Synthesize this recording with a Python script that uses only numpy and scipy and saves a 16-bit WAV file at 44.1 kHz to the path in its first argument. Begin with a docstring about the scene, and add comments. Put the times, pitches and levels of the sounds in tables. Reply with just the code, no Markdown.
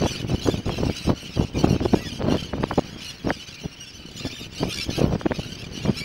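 """Gusts buffet a bare microphone in lumps while a flock of terns chatters over open water.
Each cry is a short arch of harmonics shaped by the beak; hundreds of them, with a noise blur,
make the pulsing din, and nearer birds stand out. Echoes smear the birds.
Filtered noise makes the sea, sparse pulses the wind, decaying swings its snaps and thumps;
a sine is the camera's faint high whine."""
import sys
import numpy as np
from scipy import signal
from scipy.fft import irfft
from scipy.io import wavfile
from scipy.ndimage import uniform_filter1d

SR = 44100
rng = np.random.default_rng(int(sys.argv[2]) if len(sys.argv) > 2 else 0)


def wrap_up_sound(samples):
    """Save the sound to the file named by the first command line argument, as 16-bit audio."""
    columns = np.atleast_2d(samples).T
    # keep every value between -1 and 1, then stretch to whole-number steps
    tamed = np.clip(columns, -1, 1)
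    steps = np.round(tamed * 32767).astype(np.int16)
    wavfile.write(sys.argv[1], SR, steps)


def nominal_scale(level):
    """Amplitude ratio for a level in decibels (scalar or array-like)."""
    x = np.asarray(level, float) / 20
    return 10 ** x


N = 266672  # samples

# Event levels are those of each source before echoes and the recorder input.
# Wash of small waves, spectrum: (frequency [Hz], relative density [dB])
SEA_SPECTRUM = [(300, 4), (900, -2.5), (2000, 0), (5000, -13), (15000, -73)]
# Steady air between the gusts: (time [s], level [dB])
BREEZE_LEVEL = [(0.0, -29.5), (0.71, -33), (1.11, -39.5), (1.8, -30), (2.02, -32.5), (3.66, -45.5),
                (5.1, -34.5), (6.04, -35)]
# Gusts on the microphone: (start [s], length [s], level [dB])
WIND_GUSTS = [(0, 0.078, -16.5), (0.211, 0.05, -28), (0.281, 0.079, -20.5), (0.446, 0.059, -14),
              (0.508, 0.11, -28.5), (0.642, 0.1126, -24), (0.758, 0.16, -24.5), (1.045, 0.1, -21.5),
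              (1.354, 0.1, -21.5), (1.533, 0.24, -24), (1.786, 0.085, -25), (1.903, 0.12, -25.5),
              (2.18, 0.2, -21), (2.53, 0.1, -29), (2.696, 0.047, -21.5), (3.231, 0.095, -20.5),
              (3.625, 0.043, -23), (4.229, 0.054, -23.5), (4.588, .12, -26), (4.855, 0.065, -28.5),
              (4.966, 0.098, -20), (5.043, 0.13, -21.5), (5.291, 0.04, -19.5), (5.835, 0.083, -20.5)]
# Single hard buffets, all equally short: (start [s], level [dB])
HARD_BUFFETS = [(.824, -20), (.892, -19), (1.088, -10.5), (1.63, -15), (1.664, -24), (1.749, -24),
                (1.842, -16), (1.926, -13), (2.201, -16.5), (2.272, -18.5), (2.34, -16.5), (2.526, -14.5),
                (2.623, -15), (2.775, -9.5), (3.282, -11.5), (4.623, -12), (5.014, -12), (5.251, -15.5),
                (5.383, -23), (5.88, -18.5)]
# Large, gentle eddies, spectrum: (frequency [Hz], relative density [dB])
SOFT_WIND_SPECTRUM = [(25, -16), (70, -2.5), (150, -2), (300, -8), (600, -20.5), (1200, -33.5), (4000, -70)]
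# Smaller, sharper eddies of hard gusts, spectrum: (frequency [Hz], relative density [dB])
HARD_WIND_SPECTRUM = [(25, -52), (100, -5), (300, 1.5), (600, -5), (1100, -17.5), (2200, -30), (4500, -35),
                      (9000, -95)]
# Sharp flicks of the membrane: (start [s], level the decay starts from [dB])
MEMBRANE_SNAPS = [(0.061, -12.5), (.473, -14), (0.693, -15.5), (0.83, -23), (1.093, -13.5), (1.387, -32),
                  (1.671, -20), (1.803, -21.5), (1.851, -27), (2.337, -34), (2.534, -15.5), (2.633, -16.5),
                  (2.71, -10.5), (3.304, -6), (5.212, -18), (5.263, -17.5), (5.319, -14.5), (5.858, -21)]
# Deep single shoves of air on the membrane: (start [s], level the decay starts from [dB])
AIR_THUMPS = [(1.727, 0), (1.82, -10), (1.942, -7.5), (5.041, 4), (5.895, 2)]
# Resonance of the beak: (frequency [Hz], relative level [dB])
BEAK_RESPONSE = [(1000, -6), (1500, -11.5), (2300, 6), (2900, 0), (3900, -0.5), (5500, -2.5), (7300, -18),
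                 (11000, -21.5), (15500, -29.5)]
# Bouts of chatter, when many birds set each other off: (start [s], length [s], mid level [dB])
CHATTER_BOUTS = [(-.05, 0.31, -33.5), (0.25, 0.17, -37), (0.348, 0.29, -36.5), (0.633, 0.34, -36),
                 (0.869, 0.27, -34), (1.125, 0.4, -40), (1.512, 0.32, -36.5), (1.796, 0.423, -38),
                 (2.242, 0.26, -34.5), (2.61, 0.26, -45.5), (2.947, 0.23, -38), (3.206, 0.49, -41.5),
                 (4.121, 0.38, -38), (4.498, 0.22, -35.5), (4.651, 0.25, -34.5), (4.856, 0.23, -34),
                 (5.268, 0.4, -39.5), (5.72, 0.23, -39), (5.9, 0.3, -35)]
# Nearer cries: (start [s], length [s], top pitch [Hz], level [dB])
NEAR_CRIES = [(0.041, 0.11, 3010, -36.5), (0.425, 0.065, 3370, -37), (0.496, 0.044, 3540, -37),
              (1.335, 0.045, 1633, -38.5), (1.412, 0.043, 3420, -43.5), (1.582, 0.044, 1506, -33),
              (1.685, 0.066, 1430, -37), (2.042, 0.071, 1725, -36), (2.127, 0.08, 1630, -44.5),
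              (2.613, .05, 1610, -45), (2.663, .04, 3500, -51), (2.831, 0.035, 1380, -52),
              (2.913, 0.0527, 3340, -46.5), (3.071, 0.047, 1444, -34.5), (3.47, 0.023, 1500, -39),
              (3.664, 0.0445, 2880, -52), (3.712, 0.045, 2800, -45), (3.792, 0.067, 2886, -37.5),
              (3.856, 0.064, 2730, -42), (3.929, 0.062, 3050, -45), (4.1, 0.044, 3430, -52),
              (4.235, 0.064, 1755, -40), (4.314, 0.0736, 3650, -40), (4.382, 0.075, 3700, -41.5),
              (4.574, 0.062, 1555, -37.5), (4.801, 0.045, 1359, -27), (5.181, 0.053, 1613, -47),
              (5.717, 0.043, 1504, -42.5), (5.755, 0.061, 1560, -39.5), (5.82, 0.045, 1434, -39.5), ]
# Cries that climb to about their end: (start [s], length [s], top pitch [Hz], level [dB])
RISING_CRIES = [(5.958, 0.0577, 1373, -32.5), (5.997, .06, 2345, -33)]
# Rattling cries, pulsed in quick clicks:
# (start [s], length [s], top pitch [Hz], level [dB], click rate [1/s])
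RATTLING_CRIES = [(0.893, 0.053, 1306, -46, 36), (2.712, .12, 1686, -43, 55), (4.025, 0.14, 1500, -46, 38),
                  (4.704, 0.086, 1420, -33.5, 61.6), (4.755, 0.07, 1170, -30.5, 77)]
# Low single whistles: (start [s], length [s], top pitch [Hz], peak level [dB])
LOW_WHISTLES = [(1.973, 0.12, 1980, -39)]


def evened(x):
    """Normalisation: scales a signal to rms 1."""
    return x / np.sqrt(np.mean(x ** 2) + 1e-20)


def read(points, hz):
    """Interpolation: reads a spectrum on a log-frequency axis."""
    f, value = np.transpose(points)
    return np.interp(np.log(hz + 1), np.log(f + 1), value)


def add(mix, s, sound):
    """Superposition: adds a sound to the mix at time s, in seconds."""
    sound = sound[max(-round(s * SR), 0):]
    part = mix[max(round(s * SR), 0):][:len(sound)]
    part += sound[:len(part)]


def coloured(x, points, size=4096):
    """Linear filtering: a symmetric impulse response of given spectrum and unit energy."""
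    gain = nominal_scale(read(points, np.fft.rfftfreq(size, 1 / SR)))
    taps = np.fft.fftshift(irfft(gain)) * np.hanning(size)
    return signal.oaconvolve(x, taps / np.linalg.norm(taps), "same")


def slow(count, smooth):
    """Low-passed chance: noise averaged twice over `smooth` samples, at rms 1."""
    once = uniform_filter1d(rng.standard_normal(count), smooth)
    return evened(uniform_filter1d(once, smooth))


def swell(length, rise, fall):
    """Envelope: smooth rise, hold and smooth fall, all in seconds."""
    t = np.arange(0, length, 1 / SR)
    return np.sin(np.pi / 2 * np.clip(np.minimum(t / rise, (length - t) / fall), 0, 1)) ** 2


def sea():
    """Incoherent sum: countless small distant waves blend into slowly wavering coloured noise."""
    wash = evened(coloured(rng.standard_normal(N), SEA_SPECTRUM))
    level_db = -49.5 + 2.4 * slow(N, smooth=9000)
    return nominal_scale(level_db) * wash


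def wind():
    """Turbulence: eddies press random lumps on the microphone; hard gusts carry sharper ones."""
    power = np.zeros(N)
    for s, length, db in WIND_GUSTS:
        shape = swell(length, rise=0.027, fall=0.014)  # air builds up and breaks off
        add(power, s, (nominal_scale(db) * shape) ** 2)
    for s, db in HARD_BUFFETS:
        shape = signal.windows.tukey(round(0.0226 * SR), .6)
        add(power, s, (nominal_scale(db) * shape) ** 2)
    gust = np.sqrt(power)
    breeze_db = np.interp(np.arange(N) / SR, *np.transpose(BREEZE_LEVEL))
    breeze = nominal_scale(breeze_db + 1.9 * slow(N, smooth=900))
    hard = np.clip(gust / nominal_scale(-18.0), 0, 1) ** 0.92  # 1 = fully hard
    pulses = rng.random((2, N)) < 1100 / SR  # about 1100 eddies per second
    eddies = rng.standard_normal((2, N)) * pulses
    eddies *= nominal_scale(np.array([3.12 * slow(N, smooth=220), 5.2 * slow(N, smooth=130)]))
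    soft_level = breeze + gust * np.sqrt(1 - hard ** 2 * 0.93)
    soft = coloured(evened(eddies[0]) * soft_level, SOFT_WIND_SPECTRUM)
    return soft + coloured(evened(eddies[1]) * gust * hard, HARD_WIND_SPECTRUM)


def snaps():
    """Damped oscillation: a small fast eddy flicks the membrane; its swings slow as they die."""
    out, t = np.zeros(N), np.arange(500) / SR
    for (s, db), a in zip(MEMBRANE_SNAPS, rng.random(len(MEMBRANE_SNAPS))):
        hz = 500 + (1400 + 900 * a) * np.exp(-t / 0.00126)
        hz *= nominal_scale(3.4 * slow(len(t), smooth=30))  # the swings come unevenly
        swing = np.sin(2 * np.pi * np.cumsum(hz) / SR)
        decay = nominal_scale(db - 60 * t / 0.028)
        add(out, s, decay * swing * np.minimum(t / 0.00083, 1))
    return out


def thumps():
    """Heavy damping: a large eddy pushes the membrane out and back in little more than one swing."""
    out, t = np.zeros(N), np.arange(1500) / SR
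    for (s, db), a in zip(AIR_THUMPS, rng.random(len(AIR_THUMPS))):
        stretched = (255 * (.8 + 0.28 * a) * t) ** 0.71  # the swing slows down
        decay = nominal_scale(db - 60 * t / 0.022)
        add(out, s, -decay * np.sin(2 * np.pi * stretched) * np.minimum(t / 0.0014, 1))
    return out


def cry(length, hz, droop, rough, clicks=0, spread_db=4.0, shrill_db=0, late=0):
    """Source and filter: an arch of harmonics shaped by the beak; rough cries jitter and flutter."""
    u = np.linspace(-1, 1, round(length * SR))
    top, flutter_hz = rng.uniform(-0.192, 0.0987), rng.uniform(40.0, 128.0)
    lean = rng.standard_normal(10)
    arch = 1 - droop * abs(u - top - late) ** 2.572
    pitch = hz * arch * (1 + 0.0495 * rough * slow(len(u), smooth=40))
    turns = np.cumsum(pitch) / SR + rng.random()
    k = np.arange(1, 11)  # harmonic numbers
    height_db = read(BEAK_RESPONSE, k * hz) + spread_db * rng.standard_normal(10) - 2.55 * (k == 1)
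    # near, forceful cries shriek on their even partials
    height_db += shrill_db * (np.exp(-((k * hz - 7500) / 3500) ** 2) - 0.75 * (k % 2))
    # the beak moves: partials wax and wane apart
    height = nominal_scale(height_db[:, None] + 3.5 * np.outer(lean, u))
    partials = height * np.sin(2 * np.pi * np.outer(k, turns))
    tone = partials[k * hz < 15500].sum(0)
    throb = nominal_scale(4.9 * rough * slow(len(u), smooth=90))
    if clicks:  # the valve opens in bursts
        beat = 0.1 + np.sin(np.pi * clicks * length * (u + 1) / 2) ** 8
    else:
        depth = np.clip(0.73 * rough, 0, .9)
        beat = 1 + depth * np.sin(np.pi * flutter_hz * length * u + lean[0])
    return evened(tone * throb * beat) * signal.windows.tukey(len(u), .55)


def chatter_db():
    """Power addition: bouts add their power to a steady murmur; gives the crowd's level in dB."""
    power = np.full(N, nominal_scale(-45) ** 2)
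    for s, length, db in CHATTER_BOUTS:
        shape = swell(length, rise=0.069, fall=0.07)
        sag_db = np.linspace(2, -2, len(shape))  # a bout flares, then thins out a little
        add(power, s, (shape * nominal_scale(db + sag_db)) ** 2)
    return 10 * np.log10(power)


def crowd(count=950):
    """Superposition and air absorption: a stream of cries and a far blur, brighter when loud."""
    din = np.zeros(N)
    for k, (delay, faint, long, low, harsh, high, bend, kind) in enumerate(rng.random((count, 8))):
        octave_up = (kind < .25) * (low + high > .6)  # some birds cry an octave up
        hz = (1150 + 320 * (low + high)) * (1 + octave_up)
        clicks = (kind > .8) * (30 + 40 * bend)  # some rattle
        voice = cry(.028 + .045 * long ** 2, hz, droop=0.0467 + 0.1495 * bend,
                    rough=0.089 + 0.71 * harsh ** 1.75, clicks=clicks, spread_db=5.0)
        start = (k + 10 * delay) / count * N / SR - .08
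        add(din, start, nominal_scale(-12 * faint) * voice)
    blur = coloured(rng.standard_normal(N), BEAK_RESPONSE)  # the farthest birds
    din = evened(din) + nominal_scale(-8.5) * blur
    level_db = chatter_db()
    low_pass = signal.butter(4, 7000, fs=SR, output="sos")
    low = signal.sosfiltfilt(low_pass, din)
    nearness_db = 0.26 * (level_db + 35.0)  # air swallows the treble of far birds
    return nominal_scale(level_db) * evened(low + nominal_scale(nearness_db - 1.5) * (din - low))


def near_birds():
    """Harmonic sources: single cries, rattles and pure whistles that stand out of the crowd."""
    out = np.zeros(N)
    for s, length, hz, db in NEAR_CRIES:
        add(out, s, nominal_scale(db) * cry(length, hz, droop=0.12, rough=0.17, spread_db=2.0, shrill_db=3.5))
    for s, length, hz, db in RISING_CRIES:
        add(out, s, nominal_scale(db) * cry(length, hz, droop=0.014, rough=0.25, spread_db=2.5, late=1))
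    for s, length, hz, db, clicks in RATTLING_CRIES:
        add(out, s, nominal_scale(db) * cry(length, hz, droop=0.039, rough=0.41, clicks=clicks,
                                  spread_db=3.5, shrill_db=5.0))
    for s, length, hz, db in LOW_WHISTLES:
        u = np.linspace(-1, 1, round(length * SR))
        pitch = hz * (1 - 0.114 * (u + 0.14) ** 2)
        whistle = np.sin(2 * np.pi * np.cumsum(pitch) / SR)
        add(out, s, nominal_scale(db) * whistle * signal.windows.tukey(len(u), .5))
    return out


def scatter(x):
    """Diffuse reflection: waves and the sandbar scatter each cry into a short smear of echoes."""
    t = np.arange(SR // 4) / SR
    sparse = rng.random(len(t)) < .03
    tail = rng.standard_normal(len(t)) * sparse * nominal_scale(-60 * t / 0.19)
    return x + nominal_scale(-12.5) * signal.oaconvolve(x, tail / np.linalg.norm(tail))[:N]


def scene():
    """Superposition: near and far birds with their echoes, plus sea and wind, in one channel."""
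    birds = scatter(near_birds() + crowd())
    return (birds + sea() + wind() + snaps() + thumps())[None]


def band_limit(x):
    """A steep low-pass at the top of the band."""
    return signal.sosfilt(signal.butter(12, 16220, fs=SR, output="sos"), x)


def record(dry):
    """Saturation: the input bends over on the hardest gusts; the camera adds a faint high whine."""
    whine_db = -66 + 4.0 * slow(N, smooth=8000)
    whine = nominal_scale(whine_db) * np.sin(2 * np.pi * 15714 * np.arange(N) / SR)
    bent = 0.71 * np.tanh(dry / 0.87)
    return band_limit(bent + whine)


dry = scene()
out = record(dry)
wrap_up_sound(out)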